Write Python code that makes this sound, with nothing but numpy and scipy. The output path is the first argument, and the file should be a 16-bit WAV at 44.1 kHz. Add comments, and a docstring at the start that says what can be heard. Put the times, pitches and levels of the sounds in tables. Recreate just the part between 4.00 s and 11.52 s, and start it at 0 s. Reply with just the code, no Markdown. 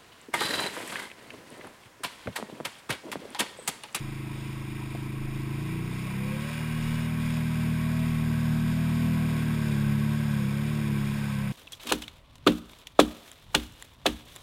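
"""Quad bike in a flooded trail

A two-cylinder quad bike idles, then pulls under load through deep water, heard from a helmet camera in a
sealed case. Orders of the engine cycle make the exhaust drone, a wavering tone the gear whine, shaped noise
the wash and spray of the bow wave. A low shudder buffets the helmet and something taps the case.
The converter holds each sample, which mirrors the sound in the treble."""
import sys
import numpy as np
from scipy import signal
from scipy.fft import rfft, irfft, next_fast_len
from scipy.io import wavfile
from scipy.ndimage import uniform_filter1d, map_coordinates

SR = 44100
rng = np.random.default_rng(int(sys.argv[2]) if len(sys.argv) > 2 else 0)


def inscribe(sig):
    """Save sig as 16-bit PCM at rate SR to the path in sys.argv[1].

    A 1-D sig is mono; a 2-D sig holds one channel per row.
    Samples are clipped to [-1, 1] before scaling.
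    """
    pcm = np.round(np.clip(np.atleast_2d(sig).T, -1, 1) * 32767)
    wavfile.write(sys.argv[1], SR, pcm.astype(np.int16))


N = 331632
T = np.arange(N) / SR  # time [s]

# engine: (time [s], four-stroke cycle rate [Hz], level [dB], extra level of orders 5 and 7 [dB])
ENGINE = [(0.0, 26.84, -43.5, -0.5), (0.8, 26.66, -42.0, -2), (1.5, 26.74, -40, -0.5),
          (1.74, 29.44, -38, 2), (2.05, 31.7, -40, 7), (2.3, 34.64, -39.5, 2.0), (2.51, 38.18, -42, -1.5),
          (2.64, 38.54, -38.5, -3), (2.97, 38.6, -36, -4.0), (3.16, 39.17, -36.5, -1),
          (3.42, 38.72, -35.5, -3.5), (3.68, 39.23, -35, 2), (4.0, 39.2, -34, 2), (4.45, 38.41, -33, -1.5),
          (4.88, 39.32, -34.0, 7.0), (5.05, 39.4, -32.5, 5.5), (5.2, 38.94, -34, 3.5),
          (5.53, 37.93, -34.5, 5), (5.76, 35.4, -34, -8), (5.9, 35.36, -32.5, -4),
          (6.22, 36.88, -34.5, -12), (6.45, 33.86, -35, 0), (6.7, 37.2, -36.5, -6.0),
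          (6.93, 35.01, -35.5, -7), (7.2, 35.15, -37, -6), (7.52, 33.64, -38.5, 3)]


def amp(db):
    """Amplitude ratio of a level in dB: a factor of ten every 20 dB."""
    return 10 ** (np.asarray(db) / 20)


def unit(x):
    """Normalization: x scaled to an rms of 1."""
    return x / np.sqrt(np.mean(x ** 2) + 1e-20)


def along(points, hz):
    """Interpolation of (frequency [Hz], value) points on a logarithmic frequency axis."""
    f, v = np.transpose(points)
    return np.interp(np.log(hz + 1), np.log(f + 1), v)


def curves(rows):
    """Linear interpolation in time: one value per sample for each column after the time."""
    s, *cols = np.transpose(rows)
    return [np.interp(T, s, c) for c in cols]


def wobble(rate):
    """Slow random modulation: a spline through normal random knots, rate of them a second."""
    knots = rng.standard_normal(N // 100)
    return map_coordinates(knots, [T * rate])


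def filtered(x, response):
    """Linear filtering: the spectrum of x times a response of frequency."""
    m = next_fast_len(N + SR // 2)
    hz = np.fft.rfftfreq(m, 1 / SR)
    return irfft(rfft(x, m) * response(hz), m)[:N]


def crank():
    """Phase as the integral of frequency: angle of the four-stroke cycle, a little unsteady."""
    cycle_hz = curves(ENGINE)[0] * (1 + 0.004 * wobble(14))
    return 2 * np.pi * np.cumsum(cycle_hz) / SR


def exhaust(angle):
    """Fourier synthesis: the firing pulses as orders (harmonics) of the cycle, shaped by pipe and muffler."""
    # what pipe and muffler pass: (frequency [Hz], gain [dB])
    muffler = [(50, -14), (70, -14), (79, -7.5), (100, -6), (135, 2), (160, 1), (175, 7.5), (186, 3.5),
               (197, 6.5), (212, 4), (230, 1.5), (260, 4), (290, 2.5), (322, 6.5), (350, 1), (400, -9),
               (640, -21)]
    # orders 2 to 16 of the cycle: (level at idle [dB], level under load [dB])
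    orders_db = [(5.5, 2), (-5, 1.5), (1, 3.5), (4.5, -12), (-11.5, 0), (-14.0, -21.5), (-8.0, -27),
                 (-23.5, -19.5), (-26.5, -18), (-10.5, -13.5), (-13, -26.5), (-11.5, -13.5), (-22.5, -12),
                 (-7.5, -18.5), (-17.5, -14)]
    # extra level of orders 8 and up: (time [s], level [dB])
    rasp = [(0, 1), (1.4, 0), (1.75, 3.5), (1.97, 5.5), (2.08, 1.5), (2.4, 5.5), (2.7, -0.5), (3.5, -3.5),
            (4.7, -4), (5.4, 4), (5.9, -0.5), (6.4, -1), (7, 3.5), (7.52, -9.5)]
    node, resonance = (187, 4.1), (205.7, 11)  # of the pipe: (frequency [Hz], width [Hz])
    idle_below_hz, idle_fade_hz = 34, 7  # cycle rate where idle starts, and its span to full idle
    burst_late = 0.48  # delay of the burst of orders 10 and up [cycles]

    cycle_hz, level_db, odd_db = curves(ENGINE)
    idle = np.clip((idle_below_hz - cycle_hz) / idle_fade_hz, 0, 1)

    def turn(hz, centre, width):
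        """Phase of a second-order resonance, which turns by pi across its centre."""
        return np.arctan2(hz * width, centre ** 2 - hz ** 2)

    def shift(k):
        """Phase dispersion: aligned orders make one pulse, scattered ones a blurred pulse."""
        if k > 9:
            return -2 * np.pi * k * burst_late
        apart = 1.84 * np.sin(2.3 * k)
        # orders below 7 drift apart only at a low cycle rate, orders 7 to 9 always
        return apart * np.clip((32 - cycle_hz) / 5, 0, 1) if k < 7 else apart

    def tone(k):
        """One harmonic of rms 1."""
        hz = k * cycle_hz
        # between the node and the resonance an order swings the other way
        lag = 2.1 + turn(hz, *node) - turn(hz, *resonance)
        return np.sqrt(2) * np.cos(k * angle + lag + shift(k))

    rasp_db = curves(rasp)[0] + 0.7 * wobble(24)
    drone = amp(-53.5 + 1.4 * wobble(3.96)) * tone(1)  # once a cycle
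    for k, (idle_db, load_db) in enumerate(orders_db, start=2):
        db = level_db + idle * idle_db + (1 - idle) * load_db + along(muffler, k * cycle_hz)
        if k in (5, 7):
            db = db + odd_db
        if k > 7:
            db = db + rasp_db
        load_flicker_db = 0.4 if k in (2, 3, 4, 6) else 2.5
        flicker_db = 0.32 * wobble(18) + (1 - idle) * load_flicker_db * wobble(6)
        drone += amp(db + flicker_db) * tone(k)
    return drone


def whine(hz, db, waver_hz):
    """Random frequency and amplitude modulation: a wavering tone that breaks up."""
    level = amp(db + 1.6 * wobble(8) + 1.8 * wobble(30))
    phase = 2 * np.pi * np.cumsum(hz + waver_hz * wobble(30)) / SR
    return level * np.sqrt(2) * np.sin(phase)


def gears():
    """Tooth-meshing frequency: the whine is teeth per cycle times cycle rate; a whistle joins for a moment."""
    # final drive, behind a belt that shifts: (time [s], teeth per engine cycle, level [dB])
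    gear_rows = [(1.7, 13.2, -62), (2.1, 14.5, -59.5), (2.3, 14.8, -49), (2.55, 15.1, -52),
                 (2.75, 15.5, -70), (3, 15.8, -57.5), (3.74, 16.1, -53), (4.15, 16.8, -54.5),
                 (4.47, 16.5, -55.5), (5.03, 17, -52), (5.45, 17.1, -57), (6.12, 16.5, -58.5),
                 (6.44, 15.4, -56), (6.7, 16.1, -54), (7.05, 16, -65), (7.33, 15.2, -56), (7.52, 15.4, -53)]
    # a thin fuzzy whistle as the pull sets in: (time [s], frequency [Hz], level [dB])
    whistle_rows = [(2.3, 2934, -74), (2.56, 2860, -52), (2.8, 2880, -55), (3.08, 2900, -52),
                    (3.2, 2910, -75)]

    def on(rows):
        """Gate: true between the first and last row."""
        return (T > rows[0][0]) & (T <= rows[-1][0])

    teeth, gear_db = curves(gear_rows)
    mesh_hz = teeth * curves(ENGINE)[0]
    gear_whine = on(gear_rows) * whine(mesh_hz, gear_db, waver_hz=7.06)
    whistle = on(whistle_rows) * whine(*curves(whistle_rows), waver_hz=12.6)
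    return gear_whine + whistle


def case(hz):
    """Resonance and absorption: how the sealed case around the microphone colours the water."""
    # peaks and dips: (frequency [Hz], width [Hz], gain [dB])
    case_peaks = [(775, 25, 4), (799, 41, -6), (983, 50, 3.5), (1214, 33, -13), (1288, 44, 6.5),
                  (1547, 107, 6), (1750, 38, -18.5), (2420, 100, 4.5), (2650, 40, 5.5), (2853, 59, -2.5),
                  (3360, 110, 2.5), (4890, 160, 2.5)]
    return amp(sum(db * np.exp(-((hz - c) / w) ** 2 * 2) for c, w, db in case_peaks))


def rush(spectrum, patchy_db, grain_db):
    """Modulated band noise of rms 1: patches in time and frequency, and bursts where drops land."""
    z = signal.stft(rng.standard_normal(N + 512), nperseg=512)[2]
    field = uniform_filter1d(rng.standard_normal(z.shape), size=3, axis=0)  # smooth over frequency
    field = uniform_filter1d(field, size=14, axis=1)  # and over time
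    noise = signal.istft(z * amp(patchy_db * unit(field)), nperseg=512)[1][:N]
    noise = noise * amp(grain_db * wobble(160))

    def response(hz):
        """Spectral shaping, with nothing outside the listed band."""
        inside = (hz > spectrum[0][0]) & (hz < spectrum[-1][0])
        return amp(along(spectrum, hz)) * case(hz) * inside

    return unit(filtered(noise, response))


def water(angle):
    """Turbulence noise: rumble and churn under the frame, wash and gush on the fenders, bow spray and fizz."""
    # water: (time [s], bow wave level [dB], surges along the fenders [dB])
    water_rows = [(0, -49.5, -0.5), (1, -49.5, -1), (1.5, -48.5, -1), (2, -46.5, -3), (2.4, -44, -2.5),
                  (2.7, -44, -1.5), (3.1, -44.5, -0.5), (3.45, -45, -0.5), (3.85, -44.5, 0),
                  (4.1, -45.5, -1), (4.45, -47, 5.5), (5.05, -44.5, 0), (5.75, -45.5, 4.5), (6, -46, 2.5),
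                  (6.3, -46, 6), (6.75, -45.5, -0.5), (7.2, -45.5, 3), (7.52, -46, 1)]
    # spectra of the layers, each: (frequency [Hz], relative density [dB per Hz])
    rumble = [(8, -12), (30, -18), (50, -6), (150, 3), (260, -0.5), (400, -8), (500, -18)]
    churn = [(380, 4.5), (470, 2.5), (560, 3), (700, 3.5), (765, 2), (900, -5.5)]
    wash = [(700, -11.5), (850, -6), (1000, -1), (1300, -8), (1450, -8)]
    ringing = [(1020, -9), (1065, -8), (1090, 2.5), (1115, 1), (1160, -21)]  # a fender rings in the wash
    gush = [(1250, -7.5), (1380, -7), (1500, 1.5), (1700, 4.5), (1800, -0.5), (1950, -20)]
    spray = [(1600, -10.5), (1850, -1), (2300, 1), (2700, -3.5), (2900, -3.5), (3200, -26)]
    fizz = [(2700, -37), (3000, -4), (3800, -1.5), (4050, -10), (4500, -8.5), (5300, -4.5), (5700, -13.5),
            (6000, -18)]

    wave_db, surge_db = curves(water_rows)
    engine_db = curves(ENGINE)[1]
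    slosh = wobble(7)
    throb = np.cos(2 * angle) + 0.28 * np.cos(angle)  # both firings shake the frame, one harder

    def level(db, grows, surge_share):
        """Power law: db holds at a bow wave of -45 dB without surge; grows is dB per dB of wave."""
        return db + grows * (wave_db + 45) + surge_share * surge_db

    rumble_db = -44 + 0.62 * (engine_db + 32.5)  # follows the engine level
    churn_db = level(-53.5, grows=1.06, surge_share=0.37) + 0.1 * slosh
    wash_db = level(-49.5, grows=0.72, surge_share=0.18) + 0.2 * slosh + 0.64 * throb
    ring_db = level(-53, grows=1.46, surge_share=0.44) + 0.85 * wobble(3.58)
    gush_db = level(-50, grows=1.93, surge_share=1.01) + 0.15 * slosh + 0.76 * throb
    spray_db = level(-45.5, grows=0.99, surge_share=-0.1) + 0.36 * slosh + 0.16 * throb
    fizz_db = level(-50, grows=1.16, surge_share=0.33) + 0.96 * slosh + 0.25 * throb
    return (amp(rumble_db) * rush(rumble, patchy_db=2.5, grain_db=1.5)
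            + amp(churn_db) * rush(churn, patchy_db=1.5, grain_db=1.0)
            + amp(wash_db) * rush(wash, patchy_db=0.36, grain_db=1.6)
            + amp(ring_db) * rush(ringing, patchy_db=0.5, grain_db=3.0)
            + amp(gush_db) * rush(gush, patchy_db=0.5, grain_db=0.6)
            + amp(spray_db) * rush(spray, patchy_db=0.66, grain_db=0.5)
            + amp(fizz_db) * rush(fizz, patchy_db=0.1, grain_db=0.96))


def ticks():
    """Modal synthesis: something taps the case and bounces, each contact a noise crack and damped modes."""
    # contacts: (time [s], gain [dB])
    contacts = [(.9495, -39), (.9535, -41), (.958, -47)]
    # modes of a tap: (frequency [Hz], level [dB], time to decay by 60 dB [s])
    tap_modes = [(452, -1.5, 0.026), (650, 7, 0.019), (1000, 1, .03), (1270, 0, .02), (2300, 1, .012)]
    crack_db, crack_t60 = 14, 0.006  # level before smoothing, and time to decay by 60 dB [s]
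    out, t = np.zeros(N), T[:SR // 20]
    for s, db in contacts:
        crack = uniform_filter1d(rng.standard_normal(len(t)), size=7)
        ring = amp(crack_db - 60 * t / crack_t60) * crack
        for hz, mode_db, t60 in tap_modes:
            decay_db = mode_db + rng.normal(0, 1.8) - 60 * t / t60
            ring += amp(decay_db) * np.sin(2 * np.pi * hz * t)
        soft_onset = 1 - np.exp(-t / 0.0004)
        out[round(s * SR):][:len(t)] += amp(db) * ring * soft_onset
    return out


def buffet():
    """Amplitude modulation: the helmet shudders at the bottom of hearing, harder at each jolt."""
    # jolts of the helmet: (time [s], rms level at the height of the jolt [dB], length [s])
    jolt_rows = [(.08, -44, 0.053), (1.28, -40, 0.1), (1.88, -51, 0.16), (2.3, -51, .08), (2.88, -43, .15),
                 (3.27, -49, 0.092), (4.15, -47, 0.16), (4.63, -47, .15), (5.66, -52, 0.064),
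                 (5.87, -47, 0.11), (7.06, -51, .2), (7.44, -51, 0.063)]
    shudder_hz = 21 + 1.5 * wobble(4)
    shudder = np.sqrt(2) * np.sin(2 * np.pi * np.cumsum(shudder_hz) / SR)
    jolts = sum(amp(db) * np.exp(-((T - s) / length) ** 2) for s, db, length in jolt_rows)
    return (amp(-60 + 2.5 * wobble(7)) + jolts) * shudder


def scene():
    """Superposition: everything the microphone hears, as one channel."""
    angle = crank()
    return (exhaust(angle) + gears() + water(angle) + ticks() + buffet())[None]


def record(dry):
    """Sample-and-hold imaging: each tone gains mirror tones around the hold rate, under a sinc rolloff."""
    hold_hz, top_hz = 12000, 15250  # hold rate, and the highest frequency passed
    sampled = dry[0] * (1 + 2 * np.cos(2 * np.pi * hold_hz * T))  # only the first pair of images
    return filtered(sampled, lambda hz: np.sinc(hz / hold_hz) * (hz < top_hz))[None]


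dry = scene()
out = record(dry)
inscribe(out)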